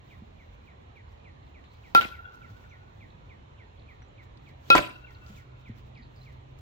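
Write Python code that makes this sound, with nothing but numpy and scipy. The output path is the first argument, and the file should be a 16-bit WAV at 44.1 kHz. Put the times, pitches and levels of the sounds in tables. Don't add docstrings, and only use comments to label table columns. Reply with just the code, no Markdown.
import sys
import numpy as np
from scipy import signal
from scipy.fft import rfft, irfft
from scipy.io import wavfile
from scipy.ndimage import uniform_filter1d

SR = 44100
rng = np.random.default_rng(int(sys.argv[2]) if len(sys.argv) > 2 else 0)


def wrap_up_sound(samples):
    columns = np.atleast_2d(samples).T
    tamed = np.clip(columns, -1, 1)
    steps = np.round(tamed * 32767).astype(np.int16)
    wavfile.write(sys.argv[1], SR, steps)


N = 291496

# frequency in Hz, relative level in dB per Hz.
AIR_COLOUR = [(12, -39), (30, -10.5), (70, 0.5), (111, -5), (160, -14.5), (300, -17.5), (994, -21),
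              (1500, -29.5), (2310, -29.5), (4150, -36), (4700, -47), (7200, -49), (8300, -67),
              (15200, -72), (16500, -77)]
# frequency in Hz, correlation (-1 to 1).
AIR_SAME = [(60, 0.63), (130, 0.99), (290, 0.051), (640, -0.55), (1410, -0.53), (3100, -0.11),
            (6820, -0.01), (15000, -0.23)]
# frequency in Hz, left over right in dB.
AIR_BALANCE = [(60, -1.5), (180, -3.5), (550, -1.5), (1650, -6), (4970, 0.5), (15000, 15.5)]
AIR_DB = -51
# time in seconds, mean pitch in Hz, mean level in dB.
ENGINE = [(0, 70.9, -69), (1.401, 74.6, -59), (2.6, 94.8, -73), (3.7, 109.8, -57), (4.4, 122.6, -55),
          (5.5, 124.3, -54), (6.61, 130.8, -51)]

# onset in seconds, level in dB.
WHISTLE_ONSETS = [(.111, -56), (.394, -59), (.677, -58), (.965, -56), (1.256, -56), (1.551, -55.5),
                  (1.844, -55.5), (2.136, -53), (2.43, -56.5), (2.715, -55), (3.012, -54), (3.302, -56),
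                  (3.595, -56), (3.89, -55), (4.186, -56), (4.473, -56.5), (5.072, -56), (5.373, -57),
                  (5.66, -55), (5.963, -54.5), (6.265, -57)]
# seconds from onset, nominal pitch in Hz, relative level in dB.
WHISTLE_GLIDE = [(-.013, 4150, -22), (-.010, 3550, -10), (-.006, 2720, -7), (-.001, 2440, -1.5),
                 (.011, 2230, -.5), (.027, 1990, -3.5), (.043, 1850, -8), (.065, 1810, -21)]
# start in seconds, number of strokes, top pitch in Hz, middle level in dB.
PHRASES = [(1.088, 1, 5460, -72), (1.172, 1, 5200, -73), (1.197, 2, 4650, -69), (1.427, 1, 4800, -67),
           (1.464, 2, 4740, -68), (1.648, 2, 4780, -61.5), (1.704, 3, 4870, -62.5), (1.745, 1, 5370, -67),
           (3.1, 1, 4650, -61.5), (3.18, 1, 4650, -66), (3.792, 1, 4920, -61.5), (3.817, 1, 4580, -64),
           (5.145, 1, 5000, -57), (5.71, 1, 4390, -65), (5.948, 1, 5170, -65), (5.972, 1, 5430, -60.5),
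           (6.018, 3, 5070, -57), (6.158, 3, 5450, -60.5), (6.228, 3, 5300, -63)]
STROKE_S, STROKE_STEP_S, STROKE_FALL_HZ = .012, .0089, 2000
OUTER_DB = -3
# start in seconds, pitch in Hz, level in dB.
PEEPS = [(2.249, 3380, -57.5), (2.69, 6000, -69), (3.77, 3370, -67), (4.02, 5800, -67), (4.078, 7100, -74),
         (6.21, 4100, -57)]
PEEP_S = .015
# delay in seconds, level in dB.
HEDGE = [(.009, -11), (.021, -10), (.038, -13.5)]
# frequency in Hz, lead in radians.
BIRD_LEAD = [(0, 0), (2000, 1.6), (5000, -1.3)]

# middle in seconds, length in seconds, level above 13 kHz in dB.
RUSTLES = [(0.12, 0.15, -77.5), (.42, 0.35, -88), (0.665, 0.1, -84), (1.127, .1, -86), (1.495, .04, -91),
           (1.74, 0.049, -78), (1.89, 0.35, -77), (2.347, .05, -74), (2.4, 0.14, -86), (2.51, 0.066, -81),
           (2.614, 0.38, -79), (3.02, 0.38, -87), (3.95, .1, -87), (4.494, 0.054, -75), (4.69, 0.12, -65),
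           (5.13, .08, -76), (5.296, 0.17, -70), (5.384, 0.14, -76), (5.612, .05, -83), (5.68, .05, -80),
           (5.785, 0.054, -71.5), (5.87, 0.068, -81), (6.166, .05, -82), (6.244, 0.24, -78.5),
           (6.33, .03, -81), (6.592, 0.041, -74.5)]
# frequency in Hz, relative level in dB per Hz.
RUSTLE_COLOUR = [(300, 15), (1000, -2.5), (3000, 5), (5500, -0.5), (7500, -3.5), (8500, -16.5),
                 (11300, -15.5), (12500, -9), (15000, -4.5), (16500, -3)]
# frequency in Hz, left over right in dB.
RUSTLE_SAME, RUSTLE_BALANCE = [(300, .3), (3000, -.019)], [(300, -1.54), (15000, 1.5)]
RUSTLE_EDGE_DB = -14.5
STIR_DB, STIR_SWING_DB = -100, 7.5

# start in seconds, level in dB, centre in Hz, t60 in seconds.
TICKS = [(1.64, -46, 2200, 0.067), (1.836, -76, 7600, .03), (2.011, -17.5, 2560, 0.057),
         (2.295, -58, 3640, .02), (2.322, -61, 4200, .02), (2.356, -64, 6860, 0.026),
         (2.639, -47, 1880, 0.07), (4.02, -42, 1810, 0.043), (4.373, -49, 3560, 0.028),
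         (4.489, -63.5, 6000, 0.032), (5.108, -58, 4900, 0.029), (5.264, -47, 3600, 0.034),
         (5.689, -66, 5800, 0.031), (6.155, -77, 8000, .03), (6.327, -74, 9000, 0.021),
         (6.588, -62.5, 7940, 0.037)]
# start in seconds, level in dB, pitch in Hz, t60 in seconds.
THUDS = [(.22, -38, 215, 0.061), (2.507, -38, 104, 0.18), (5.298, -43.5, 203.5, 0.18),
         (5.342, -39, 120.7, 0.098), (5.695, -32, 223, 0.066), (5.696, -35.5, 111, 0.17),
         (5.996, -46.5, 231, 0.16)]

# start in seconds, frame knock in dB, mesh swish in dB, swish t60 in seconds.
CATCHES = [(2.008, -43, -35, 0.32), (2.044, -52, -60, .3), (4.7514, -14.5, -21, 0.18),
           (4.7545, -12.5, -27.5, 0.092), (4.7612, -23, -31.5, 0.43), (4.776, -36, -26, 0.075)]
# frequency in Hz, relative level in dB per Hz.
SWISH_COLOUR = [(35, -35), (60, -8), (342, -9), (442, -17.5), (600, -2), (874, -10), (1010, -7.5),
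                (2460, -6), (9840, -32.5), (15000, -33), (16500, -35.5)]
# frequency in Hz, correlation.
MESH_SAME = [(100, -.051), (600, -.25), (2000, -.54), (8000, .23)]
# frequency in Hz, left over right in dB.
MESH_BALANCE = [(100, -11.0), (10000, 3.0)]
# frequency in Hz, relative level in dB, t60 in seconds.
FRAME_MODES = [(249, -20, 0.064), (344.6, -20.5, 0.17), (546, -13.5, 0.121), (593, -15, 0.16),
               (790, -4, 0.041), (1011, -6.5, 0.071), (1120, 0.5, 0.044), (1313, -5, 0.031),
               (1550, -15.5, 0.14), (1940, -17.5, 0.048), (2460, -20, 0.021), (4500, -17, 0.015)]
# frequency in Hz, lead in radians.
FRAME_LEAD = [(0, -4.4), (300, 1.24), (1000, 0.77), (2330, 0.5), (3010, 5), (4390, 0), (16600, -4)]

# frequency in Hz, t60 in seconds.
YARD_T60 = [(100, 0.74), (500, 0.37), (1500, 0.34), (4000, 0.49), (9000, 0.33), (16000, 1)]
# delay in seconds, echo level in dB.
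WALLS = [(.027, -24), (.061, -34), (.096, -38), (0.111, -34)]
# frequency in Hz, relative level in dB per Hz.
SCATTER_COLOUR = [(60, -14), (300, 10.5), (900, 1), (2500, -1), (4000, -0.5), (6000, -14.5), (9000, -26.5),
                  (15000, -17), (16500, -32)]
# frequency in Hz, correlation.
SCATTER_SAME = [(100, .0042), (600, -.62), (3000, .26), (8000, .097)]
# frequency in Hz, left over right in dB.
SCATTER_BALANCE = [(100, -5.0), (10000, 9.5)]
LUMPS_DB = -.5
CLATTER_PER_S, CLATTER_DB, CLATTER_T60_S = 140, -21, .44

# contact in seconds, crack in dB, ball thump in dB, upper modes in dB,
# scattered crack in dB, factor on the upper modes' t60, slow overtone in dB, left over right in dB.
BLOWS = [(1.949, -9.5, -7.5, -9.5, -25, 0.28, -59, 0.3), (4.7021, -20.5, -10.5, -4, -24.5, 1.05, -49, 2)]
# facing ring in dB, seconds from contact to turned away,
# cross ring's glance in dB, lingering ring in dB.
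SWINGS = [(-8.5, 0.052, -34, -48), (-8.5, 0.049, -35, -53)]
# frequency in Hz, relative level in dB per Hz.
CRACK_COLOUR = [(35, -55), (60, -25.5), (1010, 9), (1470, -32), (2090, -26), (3260, 6.5), (3840, -5),
                (5470, -10.5), (7600, -46), (11300, -15), (16500, -23.5)]
# frequency in Hz, relative level in dB, t60 in seconds.
THUMP_MODES = [(830, -7, 0.039), (1024, -0.5, 0.013)]
# frequency in Hz, relative level in dB, t60 in seconds before the blow's factor.
UPPER_MODES = [(552, -15.5, 0.072), (2450, -20.5, 0.04), (2546, -9, 0.19), (3176, -23.5, 0.57),
               (3440, -27, 0.088), (3888, -10.5, 0.037), (3965, -23, 0.026), (5020, -23, 0.027)]
# frequency in Hz, lead in radians.
BAT_LEAD = [(0, 0.3), (250, 0.8), (600, 2.1), (1370, 2.3), (2540, 1.9), (3900, 3.9), (5430, 6.7),
            (16600, 8.5)]
BARREL_HZ, CROSS_HZ, SLOW_HZ = 1371, 1480, 2705
THUMP_LATE_S, UPPER_LATE_S = .001, .0008
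BARREL_T60_S, SNAP_T60_S, SLOW_T60_S = .71, .06, 1.49
TURN_DB, TURN_POWER = -10, 9.8
GLANCE_S, GLANCE_HALF_WIDTH_S, GLANCE_LEAD_RAD = .077, .02, .6
AWAY_DB, AWAY_T60_S, LINGER_T60_S, CROSS_LINGER_DB = -35, .11, 2.32, 0


def gain_of(db):
    return 10 ** (np.asarray(db) / 20)


def evened(x):
    return x / np.sqrt(np.mean(x ** 2) + 1e-20)


def read(points, hz):
    f, value = np.transpose(points)
    return np.interp(np.log(hz + 1), np.log(f + 1), value)


def add(mix, start_s, sound):
    part = mix[..., round(start_s * SR):][..., :sound.shape[-1]]
    part += sound[..., :part.shape[-1]]


def high_pass(x, hz, order):
    return signal.lfilter(*signal.butter(order, hz, "high", fs=SR), x)


def smooth_twice(x, size, axis=-1):
    return uniform_filter1d(uniform_filter1d(x, size=size, axis=axis), size=size, axis=axis)


def wander(width):
    return evened(smooth_twice(rng.standard_normal(N), width))


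def noise(colour, same, balance, size, patchy_db):
    hop, hz = size // 4, np.fft.rfftfreq(size, 1 / SR)
    a, b, c, d, patches = rng.standard_normal((N // hop + 5, len(hz), 5)).T
    patches = uniform_filter1d(uniform_filter1d(patches, size=9, axis=0), size=9, axis=1)
    patches = evened(patches)
    same = np.clip(read(same, hz), -1, 1)[:, None]
    left = a + 1j * b
    right = same * left + np.sqrt(1 - same ** 2) * (c + 1j * d)
    half_db = read(balance, hz)[:, None] / 2
    level_db = read(colour, hz)[:, None] + np.array([half_db, -half_db]) + patchy_db * patches
    z = np.array([left, right]) * gain_of(level_db)
    return evened(signal.istft(z, nperseg=size, noverlap=size - hop)[1][:, :N])


def click(colour):
    log_gain = np.log(gain_of(read(colour, abs(np.fft.fftfreq(4096, 1 / SR)))))
    pulse = np.fft.ifft(np.exp(np.conj(signal.hilbert(log_gain)))).real[:2048]
    return pulse / abs(pulse).max()


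def ring(modes):
    t = np.arange(SR // 2) / SR
    return sum(gain_of(db - 60 * t / t60_s) * np.sin(2 * np.pi * hz * t) for hz, db, t60_s in modes)


def ports(x, lead, pan_db):
    half_rad = np.interp(np.fft.rfftfreq(N, 1 / SR), *np.transpose(lead)) / 2
    shifted = rfft(x) * np.exp(1j * np.array([half_rad, -half_rad]))
    return irfft(shifted, N) * gain_of([[pan_db / 2], [-pan_db / 2]])


def air():
    return gain_of(AIR_DB) * noise(AIR_COLOUR, AIR_SAME, AIR_BALANCE, size=2048, patchy_db=1.5)


def drone():
    at_s, hz, db = np.transpose(ENGINE)
    t = np.arange(N) / SR
    pitch_hz = np.interp(t, at_s, hz) * (1 + .02967 * wander(2500))
    level = gain_of(np.interp(t, at_s, db) + 1.7 * wander(2500))
    note = level * np.sin(2 * np.pi * np.cumsum(pitch_hz) / SR)
    return note * gain_of([[-.8], [.8]])


def glide(db, start_hz, end_hz, length_s):
    hz = start_hz + (end_hz - start_hz) * np.linspace(0, 1, round(length_s * SR)) ** 1.3
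    return gain_of(db) * np.hanning(len(hz)) * np.sin(2 * np.pi * np.cumsum(hz) / SR)


def whistles(out):
    at_s, hz, shape_db = np.transpose(WHISTLE_GLIDE)
    t = np.arange(at_s[0], at_s[-1], 1 / SR)
    for s, db in WHISTLE_ONSETS:
        turns = np.cumsum(np.interp(t, at_s, hz)) * rng.normal(1, .0073) / SR
        add(out, s + at_s[0], gain_of(db + np.interp(t, at_s, shape_db)) * np.sin(2 * np.pi * turns))


def twitters(out):
    for s, strokes, top_hz, phrase_db in PHRASES:
        for k in range(strokes):
            stroke_db = phrase_db + OUTER_DB * abs(k - (strokes - 1) / 2)
            stroke = glide(stroke_db, top_hz, top_hz - STROKE_FALL_HZ, STROKE_S)
            add(out, s + k * STROKE_STEP_S, stroke)
    for s, hz, db in PEEPS:
        add(out, s, glide(db, hz, hz, PEEP_S))


def birds():
    out = np.zeros(N)
    whistles(out)
    twitters(out)
    out *= gain_of(1.8 * wander(150))
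    return out + sum(gain_of(db) * np.roll(out, round(late_s * SR)) for late_s, db in HEDGE)


def rustle():
    t = np.arange(N) / SR
    level = gain_of(STIR_DB + STIR_SWING_DB * wander(2000))
    for s, length_s, db in RUSTLES:
        level = level + gain_of(db + RUSTLE_EDGE_DB * abs(t - s) / (length_s / 2))
    hiss = noise(RUSTLE_COLOUR, RUSTLE_SAME, RUSTLE_BALANCE, size=256, patchy_db=2.0)
    top = high_pass(hiss.mean(axis=0), 13000, 4)
    return level * hiss / top.std()


def ticks():
    out, t = np.zeros((2, N)), np.arange(SR // 2) / SR
    snap = np.outer([9, -9], t < .5 / SR)
    for s, db, hz, t60_s in TICKS:
        band = signal.butter(2, [hz * .75, min(hz * 1.35, 20000)], "band", fs=SR)
        puff = rng.standard_normal((2, len(t))) + snap
        add(out, s, gain_of(db - 60 * t / t60_s) * signal.lfilter(*band, puff))
    return out


def thuds():
    out, t = np.zeros((2, N)), np.arange(SR // 2) / SR
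    rise = np.minimum(t / .002, 1)
    for s, db, hz, t60_s in THUDS:
        add(out, s, gain_of(db - 60 * t / t60_s) * np.sin(2 * np.pi * hz * t) * rise)
    return out


def mesh():
    t, level = np.arange(SR // 2) / SR, np.zeros(N)
    rise = np.minimum(t / .00202, 1)
    for s, _, swish_db, t60_s in CATCHES:
        add(level, s, gain_of(swish_db - 60 * t / t60_s) * rise)
    return level * noise(SWISH_COLOUR, MESH_SAME, MESH_BALANCE, size=256, patchy_db=5.5)


def frame():
    out = np.zeros(N)
    for s, knock_db, _, _ in CATCHES:
        add(out, s, gain_of(knock_db) * ring(FRAME_MODES))
        add(out, s, gain_of(knock_db - 3.0) * click(SWISH_COLOUR))
    return out * gain_of(2.5 * wander(150))


def yard(x):
    taps = np.zeros((2, SR))
    at = np.arange(300, SR - 40, 40) + rng.integers(0, 40, (2, (SR - 301) // 40))
    np.put_along_axis(taps, at, rng.choice([-1., 1.], at.shape), 1)
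    hz, t, z = signal.stft(taps, SR, nperseg=256)
    decay = gain_of(-60 * t / read(YARD_T60, hz)[:, None])
    tail = signal.istft(z * decay, SR, nperseg=256)[1]
    return signal.fftconvolve(x[None], tail / np.linalg.norm(tail[0]), axes=1)[:, :N]


def scatter():
    t, level = np.arange(SR // 2) / SR, np.zeros(N)
    for s, _, _, _, db, *_ in BLOWS:
        add(level, s, gain_of(db - 2 - 60 * t / .048) + gain_of(db - 2.5 - 60 * t / .33))
    level *= gain_of(LUMPS_DB * wander(120))
    return level * noise(SCATTER_COLOUR, SCATTER_SAME, SCATTER_BALANCE, size=256, patchy_db=3)


def contact(crack_db, thump_db, upper_db, lasting, facing):
    blow = np.zeros(SR)
    upper = ring(np.array(UPPER_MODES) * [1, 1, lasting])
    upper *= (facing + gain_of(AWAY_DB / 2))[:SR // 2]
    add(blow, 0, gain_of(crack_db) * click(CRACK_COLOUR))
    add(blow, THUMP_LATE_S, gain_of(thump_db) * ring(THUMP_MODES))
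    add(blow, UPPER_LATE_S, gain_of(upper_db) * upper)
    return blow


def reflections(s, blow, glance_db):
    out, t = np.zeros(N), np.arange(SR) / SR
    snap = blow * gain_of(-60 * t / SNAP_T60_S)
    for late_s, wall_db in WALLS:
        add(out, s + late_s, gain_of(wall_db) * snap)
    posts = (rng.random(SR) < CLATTER_PER_S / SR) * rng.standard_normal(SR)
    posts *= gain_of(CLATTER_DB - 60 * t / CLATTER_T60_S)
    add(out, s + .008, signal.fftconvolve(posts, high_pass(snap, 1800, 4)))
    swell_db = glance_db - 10 * ((t - GLANCE_S) / GLANCE_HALF_WIDTH_S) ** 2
    add(out, s, gain_of(swell_db) * np.sin(2 * np.pi * CROSS_HZ * t))
    return out


def lingering(facing, rise, ring_db, linger_db, slow_db):
    t = np.arange(SR) / SR
    away = gain_of(ring_db + AWAY_DB - 60 * t / AWAY_T60_S)
    behind = (1 - facing) * (away + gain_of(linger_db - 60 * t / LINGER_T60_S))
    flutter = np.array([wander(500)[:SR] for _ in range(4)])
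    barrel, cross = (2 * np.pi * np.cumsum(1 + .00977 * f) / SR for f in flutter[:2])
    rings = behind * gain_of(5.0 * flutter[2]) * np.sin(BARREL_HZ * barrel)
    rings += behind * gain_of(CROSS_LINGER_DB + 4.6 * flutter[3]) * np.sin(CROSS_HZ * cross)
    slow = gain_of(slow_db - 60 * t / SLOW_T60_S + 5.0 * flutter[3])
    return rings + rise * slow * np.sin(SLOW_HZ * barrel)


def bat():
    out, t = np.zeros((2, N)), np.arange(SR) / SR
    rise = np.minimum(t / .0037, 1)
    for blow_row, swing_row in zip(BLOWS, SWINGS):
        s, crack_db, thump_db, upper_db, _, lasting, slow_db, pan_db = blow_row
        ring_db, turned_s, glance_db, linger_db = swing_row
        near, tail = np.zeros((2, N))
        facing = gain_of(TURN_DB * np.minimum(t / turned_s, 3) ** TURN_POWER)
        blow = contact(crack_db, thump_db, upper_db, lasting, facing)
        add(near, s, blow)
        barrel_level = rise * facing * gain_of(ring_db - 60 * t / BARREL_T60_S)
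        add(near, s, barrel_level * np.sin(2 * np.pi * BARREL_HZ * t))
        add(tail, s, lingering(facing, rise, ring_db, linger_db, slow_db))
        paths = gain_of(3.0 * np.array([wander(700), wander(700)]))
        out += ports(near, BAT_LEAD, pan_db)
        out += paths * ports(tail, BAT_LEAD, pan_db)
        out += ports(reflections(s, blow, glance_db), [(0, GLANCE_LEAD_RAD)], 0)
    return out


def scene():
    song = birds()
    knock = high_pass(frame(), 90, 2)
    ping = high_pass(bat(), 150, 2)
    direct = ports(song, BIRD_LEAD, pan_db=-4.0) + ports(knock, FRAME_LEAD, pan_db=3.0) + ping
    echoes = yard(gain_of(-15.0) * ping[0] + gain_of(-7.0) * knock + gain_of(-8.5) * song)
    background = air() + drone() + rustle() + ticks() + thuds()
    return background + mesh() + scatter() + echoes + direct


def record(dry):
    mid, side = (dry[0] + dry[1]) / 2, (dry[0] - dry[1]) / 2
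    side = side - .5 * signal.filtfilt(*signal.butter(2, 170, fs=SR), side)
    cut = high_pass([mid + side, mid - side], 28, 1)
    held = np.tanh(cut / 1.187) * 1.365
    band_limit = signal.firwin(511, 15900, window=("kaiser", 9), fs=SR)
    return signal.oaconvolve(held, band_limit[None], "same")


dry = scene()
out = record(dry)
wrap_up_sound(out)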